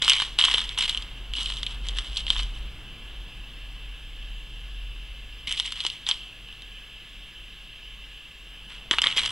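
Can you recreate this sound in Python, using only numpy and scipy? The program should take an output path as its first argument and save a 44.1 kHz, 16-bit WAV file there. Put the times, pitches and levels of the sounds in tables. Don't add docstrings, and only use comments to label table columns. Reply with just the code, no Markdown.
import sys
import numpy as np
from scipy import signal
from scipy.io import wavfile
from scipy.ndimage import uniform_filter1d

SR = 44100
rng = np.random.default_rng(int(sys.argv[2]) if len(sys.argv) > 2 else 0)


def log_audio(samples):
    frames = np.atleast_2d(samples).T
    limited = np.clip(frames, -1, 1)
    pcm = np.round(limited * 32767).astype(np.int16)
    wavfile.write(sys.argv[1], SR, pcm)


N = 410571


def gain_of(db):
    return 10 ** (np.asarray(db) / 20)


def evened(x):
    return x / np.sqrt(np.mean(x ** 2) + 1e-20)


def read_spectrum(points, hz):
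    f, level_db = np.transpose(points)
    return np.interp(np.log(hz + 1), np.log(f + 1), level_db)


def level_curve(rows):
    s, level_db = np.transpose(rows)
    return np.interp(np.arange(N) / SR, s, level_db)


def add(mix, s, sound):
    part = mix[:, round(s * SR):][:, :sound.shape[1]]
    part += sound[:, :part.shape[1]]


def minimum_phase(gain, size=4096):
    log = np.log(np.maximum(gain, 1e-5))
    circle = np.r_[log, log[-2:0:-1]]
    spectrum = np.exp(np.conj(signal.hilbert(circle)))
    return np.fft.ifft(spectrum).real[:size // 4]


def narrow_noise(hz, width, steady):
    r = np.exp(-np.pi * width / SR)
    once = signal.lfilter([1], [1, -r], rng.standard_normal((2, N)))
    slow = evened(signal.lfilter([1], [1, -r], once))
    phase = 2 * np.pi * np.cumsum(hz * np.ones(N)) / SR
    waver = steady + slow[0] + 1j * slow[1]
    return evened((waver * np.exp(1j * phase)).real)


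def shaped_noise(colour, patchy_db):
    frames, hz = N // 512 + 5, np.fft.rfftfreq(2048, 1 / SR)
    a, b, patches = rng.standard_normal((frames, 1025, 3)).T
    patches = uniform_filter1d(patches, size=20, axis=0)
    patches = evened(uniform_filter1d(patches, size=8, axis=1))
    level_db = read_spectrum(colour, hz)[:, None] + patchy_db * patches
    spectra = (a + 1j * b) * gain_of(level_db)
    return evened(signal.istft(spectra, nperseg=2048, noverlap=1536)[1][:N])


# (frequency [Hz], relative density [dB per Hz])
HISS_COLOUR = [(300, -32.5), (550, -28.5), (950, -43), (1060, -20), (1390, -29), (1740, -11.5), (1820, -25),
               (2000, -16.5), (2500, -15), (2740, -2.5), (2870, -11.5), (3020, -2.5), (3200, -7.5),
               (4400, -25.5), (5000, -25), (5700, -31), (15700, -35.5)]


def hiss(hiss_db=-46, whine_hz=2807, whine_db=-61):
    air = gain_of(hiss_db) * shaped_noise(HISS_COLOUR, patchy_db=1.24)
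    return air + gain_of(whine_db) * narrow_noise(whine_hz, 0.45, 2.9)


# (time [s], level [dB])
RUMBLE_LEVEL = [(0, -49), (2.5, -47.5), (4, -52.5), (6.5, -53.5), (8.4, -55.5), (9.31, -46.5)]
# (frequency [Hz], relative density [dB per Hz])
RUMBLE_COLOUR = [(30, 1.5), (60, -15), (95, -4), (300, -14.5), (600, -19.5), (1500, -20.5), (3000, -47)]


def rumble_and_hum(motor_hz=119, hum_db=-10, drop_db=13, drop_s=5.6):
    rumble = shaped_noise(RUMBLE_COLOUR, patchy_db=0.5)
    motor_db = hum_db - drop_db * (np.arange(N) / SR > drop_s)
    hum = gain_of(motor_db) * narrow_noise(motor_hz, 2.1, 6.0)
    return gain_of(level_curve(RUMBLE_LEVEL)) * (rumble + hum)


# (time [s], level of its main tone [dB])
DRONE_LEVEL = [(0, -45), (1.25, -36), (1.45, -38.5), (2.3, -31), (2.62, -33.5), (2.85, -40), (4.8, -40),
               (5.55, -37), (5.7, -50), (7.5, -48), (9.31, -49)]


def drone(drone_hz=42.9, wander_hz=0.611, over_db=-15, shudder_hz=25, under_db=-9):
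    hz = drone_hz + wander_hz * narrow_noise(0, 1., 0)
    low = narrow_noise(hz, 6.8, 1.05)
    over = gain_of(over_db) * narrow_noise(4 / 3 * hz, 4.0, 0.42)
    shudder = gain_of(under_db) * narrow_noise(shudder_hz, 9.2, 0)
    return gain_of(level_curve(DRONE_LEVEL)) * (low + over + shudder)


# (time [s], starting level [dB], pitch [Hz])
TRAY_BUMPS = [(0.022, -29.5, 545), (0.543, -26, 486), (1.385, -36.5, 314), (5.48, -39, 229),
              (5.851, -33.5, 354), (8.9123, -23, 330), (9.064, -31, 493), (9.168, -31, 490)]


def bumps(cycles=3.3):
    out, t = np.zeros((1, N)), np.arange(2000) / SR
    for s, db, hz in TRAY_BUMPS:
        ring = np.sin(2 * np.pi * hz * t) * np.exp(-np.pi * hz * t / cycles)
        add(out, s, gain_of(db) * ring[None])
    return out[0]


# (frequency [Hz], relative density [dB per Hz])
CONTACT_COLOUR = [(250, -33), (640, -28.5), (800, -24), (1000, -13), (1550, -16), (1950, -10), (2650, -12),
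                  (3020, -2), (3350, -7.5), (3950, -13.5), (5000, -13.5), (6800, -20), (8600, -17),
                  (15700, -55.5)]


def contact_colours(knock_hz=2000, wall_hz=2700, clink_hz=4100):
    hz = np.fft.rfftfreq(4096, 1 / SR)
    below = [1 / (1 + (hz / edge) ** 12) for edge in (knock_hz, wall_hz, clink_hz)]
    shares = np.diff([0 * hz, *below, 1 + 0 * hz], axis=0)
    gain = gain_of(read_spectrum(CONTACT_COLOUR, hz))
    return np.array([minimum_phase(gain * share) for share in shares])


COLOURS = contact_colours()
PITCH_SPREAD = [0.091, 0.038, 0.023, 0.059]


def contact(chance, rise_s, rattle_s, settle_db, settle_s, first_tick=1.26):
    t = np.arange(chance.shape[1]) / SR
    shaking = np.exp(-t / rattle_s) + gain_of(settle_db) * np.exp(-t / settle_s)
    jolts = chance[0] * gain_of(4.8 * chance[1])
    force = np.minimum(t / rise_s, 1) * shaking * jolts
    force[0] += first_tick * abs(force).max()
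    taps = COLOURS.shape[1]
    pitch = np.exp(np.multiply(PITCH_SPREAD, chance[0, -len(COLOURS):]))
    rings = [signal.resample(ring, round(taps / p))[:taps // 2] for ring, p in zip(COLOURS, pitch)]
    parts = signal.fftconvolve(force[None], np.array(rings), axes=1)
    return parts / abs(parts).max(axis=1, keepdims=True)


# (start [s], rise [s], hold [s], cavity ring level [dB],
# tray knock [dB re ring], tray wall [dB re ring])
STROKES = [(0.016, 0.005, 0.073, -25, -13.5, -12), (.07, 0.018, 0.081, -27.5, -17.5, -6),
           (.17, 0.031, 0.027, -32.5, -11, -18), (0.382, 0.0047, .23, -22.5, -12.5, -11.5),
           (.68, 0.019, 0.022, -41.5, -12, -2), (.772, .01, 0.11, -25.5, -16, -10.5),
           (.93, 0.015, 0.14, -49.5, -3, -6), (1.332, 0.039, .21, -32, -17, -18),
           (1.603, 0.11, 0.024, -41, -13, -19), (1.828, 0.028, 0.032, -39.5, -10.5, -9.5),
           (1.939, 0.032, 0.014, -33, -10, -15), (2.03, 0.022, 0.081, -45.5, -19, -15),
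           (2.12, 0.048, 0.013, -32.5, -19, -18), (2.255, 0.038, 0.071, -33, -16, -23),
           (2.35, 0.03, 0.041, -37, -16, -13), (2.53, 0.024, 0.04, -48.5, -13, -18),
           (5.469, 0.0049, 0.048, -30.5, -18.5, -5), (5.55, 0.024, 0.012, -32, -23, -16),
           (5.63, 0.024, 0.036, -37.5, -17.5, -6.5), (5.73, 0.03, 0.057, -37.5, -15, -13),
           (5.83, 0.0088, 0.097, -39, -18, -8), (6.055, 0.013, 0.035, -32, -14, -8),
           (8.68, 0.022, 0.063, -45, -7, -7), (8.91, 0.0034, 0.021, -29.5, -9, -10),
           (9.015, 0.017, 0.069, -30.5, -9, -3), (9.161, 0.005, 0.018, -23, -13.5, -7),
           (9.21, 0.036, .1, -30, -13, -13)]


def stroke_levels(rise_from_db=-25, sag_db_per_s=31.5, settle_db_per_s=233, clink_db=-12.5):
    level, t = np.zeros((4, N)), np.arange(N) / SR
    for start, rise, hold, db, knock_db, wall_db in STROKES:
        top, end = start + rise, start + rise + hold
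        sag_db = -sag_db_per_s * hold
        points_db = [rise_from_db, 0, sag_db, sag_db - settle_db_per_s]
        shape_db = np.interp(t, [start, top, end, end + 1], points_db)
        colour_db = db + np.array([[knock_db], [wall_db], [0], [clink_db]])
        level += gain_of(colour_db) * gain_of(shape_db) * (t >= start)
    return level


def stirring(per_s=850, spread_db=2.5, colour_db=1.0, count=32):
    size = gain_of(spread_db * np.minimum(rng.exponential(1, N), 4))
    hits = size * (rng.random(N) < per_s / SR)
    train = hits * gain_of(colour_db * rng.standard_normal((4, N)) * [[1], [1], [.5], [2]])
    shape, out = rng.integers(0, count, N), np.zeros((4, N))
    for k, chance in enumerate(rng.standard_normal((count, 2, 600))):
        sound = contact(chance, rise_s=.0003, rattle_s=.0004, settle_db=-19, settle_s=.004)
        out += signal.oaconvolve(train * (shape == k), sound, axes=1)[:, :N]
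    return np.array([evened(part) for part in out]) * stroke_levels()


# (time [s], cavity ring peak [dB], tray knock [dB re ring], bead clink [dB re ring])
CLICKS = [(0.0214, -11, -12.5, -6), (0.047, -14, -19, -1), (0.0794, -8.5, -5.5, -5.5),
          (0.088, -13, -31, -5), (0.0968, -3.5, -16, -3.5), (0.1033, -3.5, -27, -21),
          (0.1183, -8, -11, -19), (0.1335, -11.5, -10, -2.5), (0.136, -14, -14, -15), (0.149, -24, -17, -8),
          (0.2, -12, -7.5, -13), (0.2197, -14.5, -7.5, -6.5), (0.388, -6, -20.5, -10.5),
          (0.4016, -20, -24, -25), (0.4119, -4.5, -41, -30), (0.4228, -11, -43, -27.0),
          (0.439, -5, -22, -22), (0.451, -7, -13.5, -5.5), (0.4774, -16, -21, -13), (0.4827, -12, -7, -21),
          (0.5127, -13.5, -11, -8), (0.54, -10.5, -10, -11), (0.5439, -6.5, -29, -21),
          (0.573, -19, -20, -20), (0.5813, -10.5, -11, -12.5), (0.605, -14, -32, -25),
          (0.692, -17.5, -43.5, -9), (0.7768, -13.5, -14, -20), (0.7863, -14.5, -16, -2.5),
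          (0.809, -12.5, -21, -10), (0.824, -14, -22, -9), (0.854, -17, -16, -28), (0.8954, -7.5, -47, -15),
          (0.947, -14, -24, -16), (0.9741, -13, -45, -15), (1.023, -24, -19, -11), (1.3361, -16, -21, -16),
          (1.352, -20, -30, -16), (1.363, -23, -27, -23), (1.3731, -26, -22, -12),
          (1.3836, -20.5, -16, -22), (1.431, -33.5, -22, 9), (1.459, -17.5, -29, -8),
          (1.5008, -17.5, -10, -9), (1.5214, -20, -16, -24), (1.569, -21, -19, -12),
          (1.631, -16, -15, -6.5), (1.6651, -15.5, -27, -15), (1.8863, -15, -25, -8),
          (1.9856, -15, -12.5, -9), (2.1693, -13, -30, -22), (2.1728, -18.5, -47, 0), (2.205, -27, -18, -6),
          (2.267, -18, -20, -13), (2.2805, -18, -18, -24), (2.3028, -4, -20, -14), (2.3575, -26, -2, -16),
          (2.3646, -18.5, -12, -21), (2.3917, -19, -15, -10), (2.3964, -16.5, -11, -19),
          (2.4324, -29, -20, 0), (5.4903, -25, -32, -17), (5.5146, -15.5, -14.5, -9),
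          (5.5246, -15.5, -26, -3.5), (5.5988, -9, -20, -7.5), (5.6574, -19.5, -28, -20),
          (5.6613, -26, -26.0, 1), (5.722, -19.5, -11, -5), (5.8038, -17, -23, -14),
          (5.8105, -23, -30, -10), (5.85, -14.5, -12, -12), (5.8653, -13, -15, -5), (5.9004, -18, -39, -15),
          (6.066, -17, -22, -25.0), (6.0888, -11, -16, -4.5), (6.112, -7.5, -20.5, -16),
          (6.487, -34.5, -12, -15), (6.5265, -33, -23, -10), (6.6207, -32.5, -18, -10.0),
          (8.9111, -5, -7.5, -9.5), (8.9368, -18, 1, -17), (8.9844, -8, -5.5, -17.5),
          (9.018, -9, -14, -4.5), (9.0402, -10, -5, -15), (9.062, -15, -5, -25), (9.07, -6, -15, -14),
          (9.1015, -22, -19, -10), (9.1125, -15, -22, -22), (9.1257, -18, -26, -17), (9.165, -20, -27, -19),
          (9.1732, -13.5, -30, -4.5), (9.1807, -20, -27, -12), (9.194, -17, -9.5, -12),
          (9.2595, -19, -12, 2)]


def clicks(wall_db=-8, with_knock=0.52):
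    out = np.zeros((4, N))
    chances = rng.standard_normal((len(CLICKS), 2, 2000))
    for (s, db, knock_db, clink_db), chance in zip(CLICKS, chances):
        sound = contact(chance, rise_s=0.00025, rattle_s=0.00045, settle_db=-17, settle_s=0.006)
        mix_db = [[knock_db], [wall_db + with_knock * knock_db], [0], [clink_db]]
        add(out, s, sound * gain_of(db + np.array(mix_db)))
    return out


def beads(room_db=-16, t60=0.76):
    close = (clicks() + stirring()).sum(0) + bumps()
    t = np.arange(SR // 2) / SR
    tail = rng.standard_normal(len(t)) * gain_of(-60 * t / t60) * (t > .004)
    tail /= np.linalg.norm(tail)
    return close + gain_of(room_db) * signal.oaconvolve(close, tail)[:N]


def scene():
    sound = hiss() + rumble_and_hum() + drone() + beads()
    return np.array([sound, sound])


def record(dry, wide_hz=2100, bass_side=0.056, edge_hz=16000):
    left, right = np.r_[0, dry[0, :-1]], dry[1]
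    difference = left - right
    high_pass = signal.butter(2, wide_hz, "high", fs=SR, output="sos")
    treble = signal.sosfiltfilt(high_pass, difference)
    side = (treble + bass_side * (difference - treble)) / 2
    both = (left + right) / 2 + np.array([side, -side])
    band = signal.firwin(511, edge_hz, window=("kaiser", 9), fs=SR)
    return signal.oaconvolve(both, band[None], "same")


dry = scene()
out = record(dry)
log_audio(out)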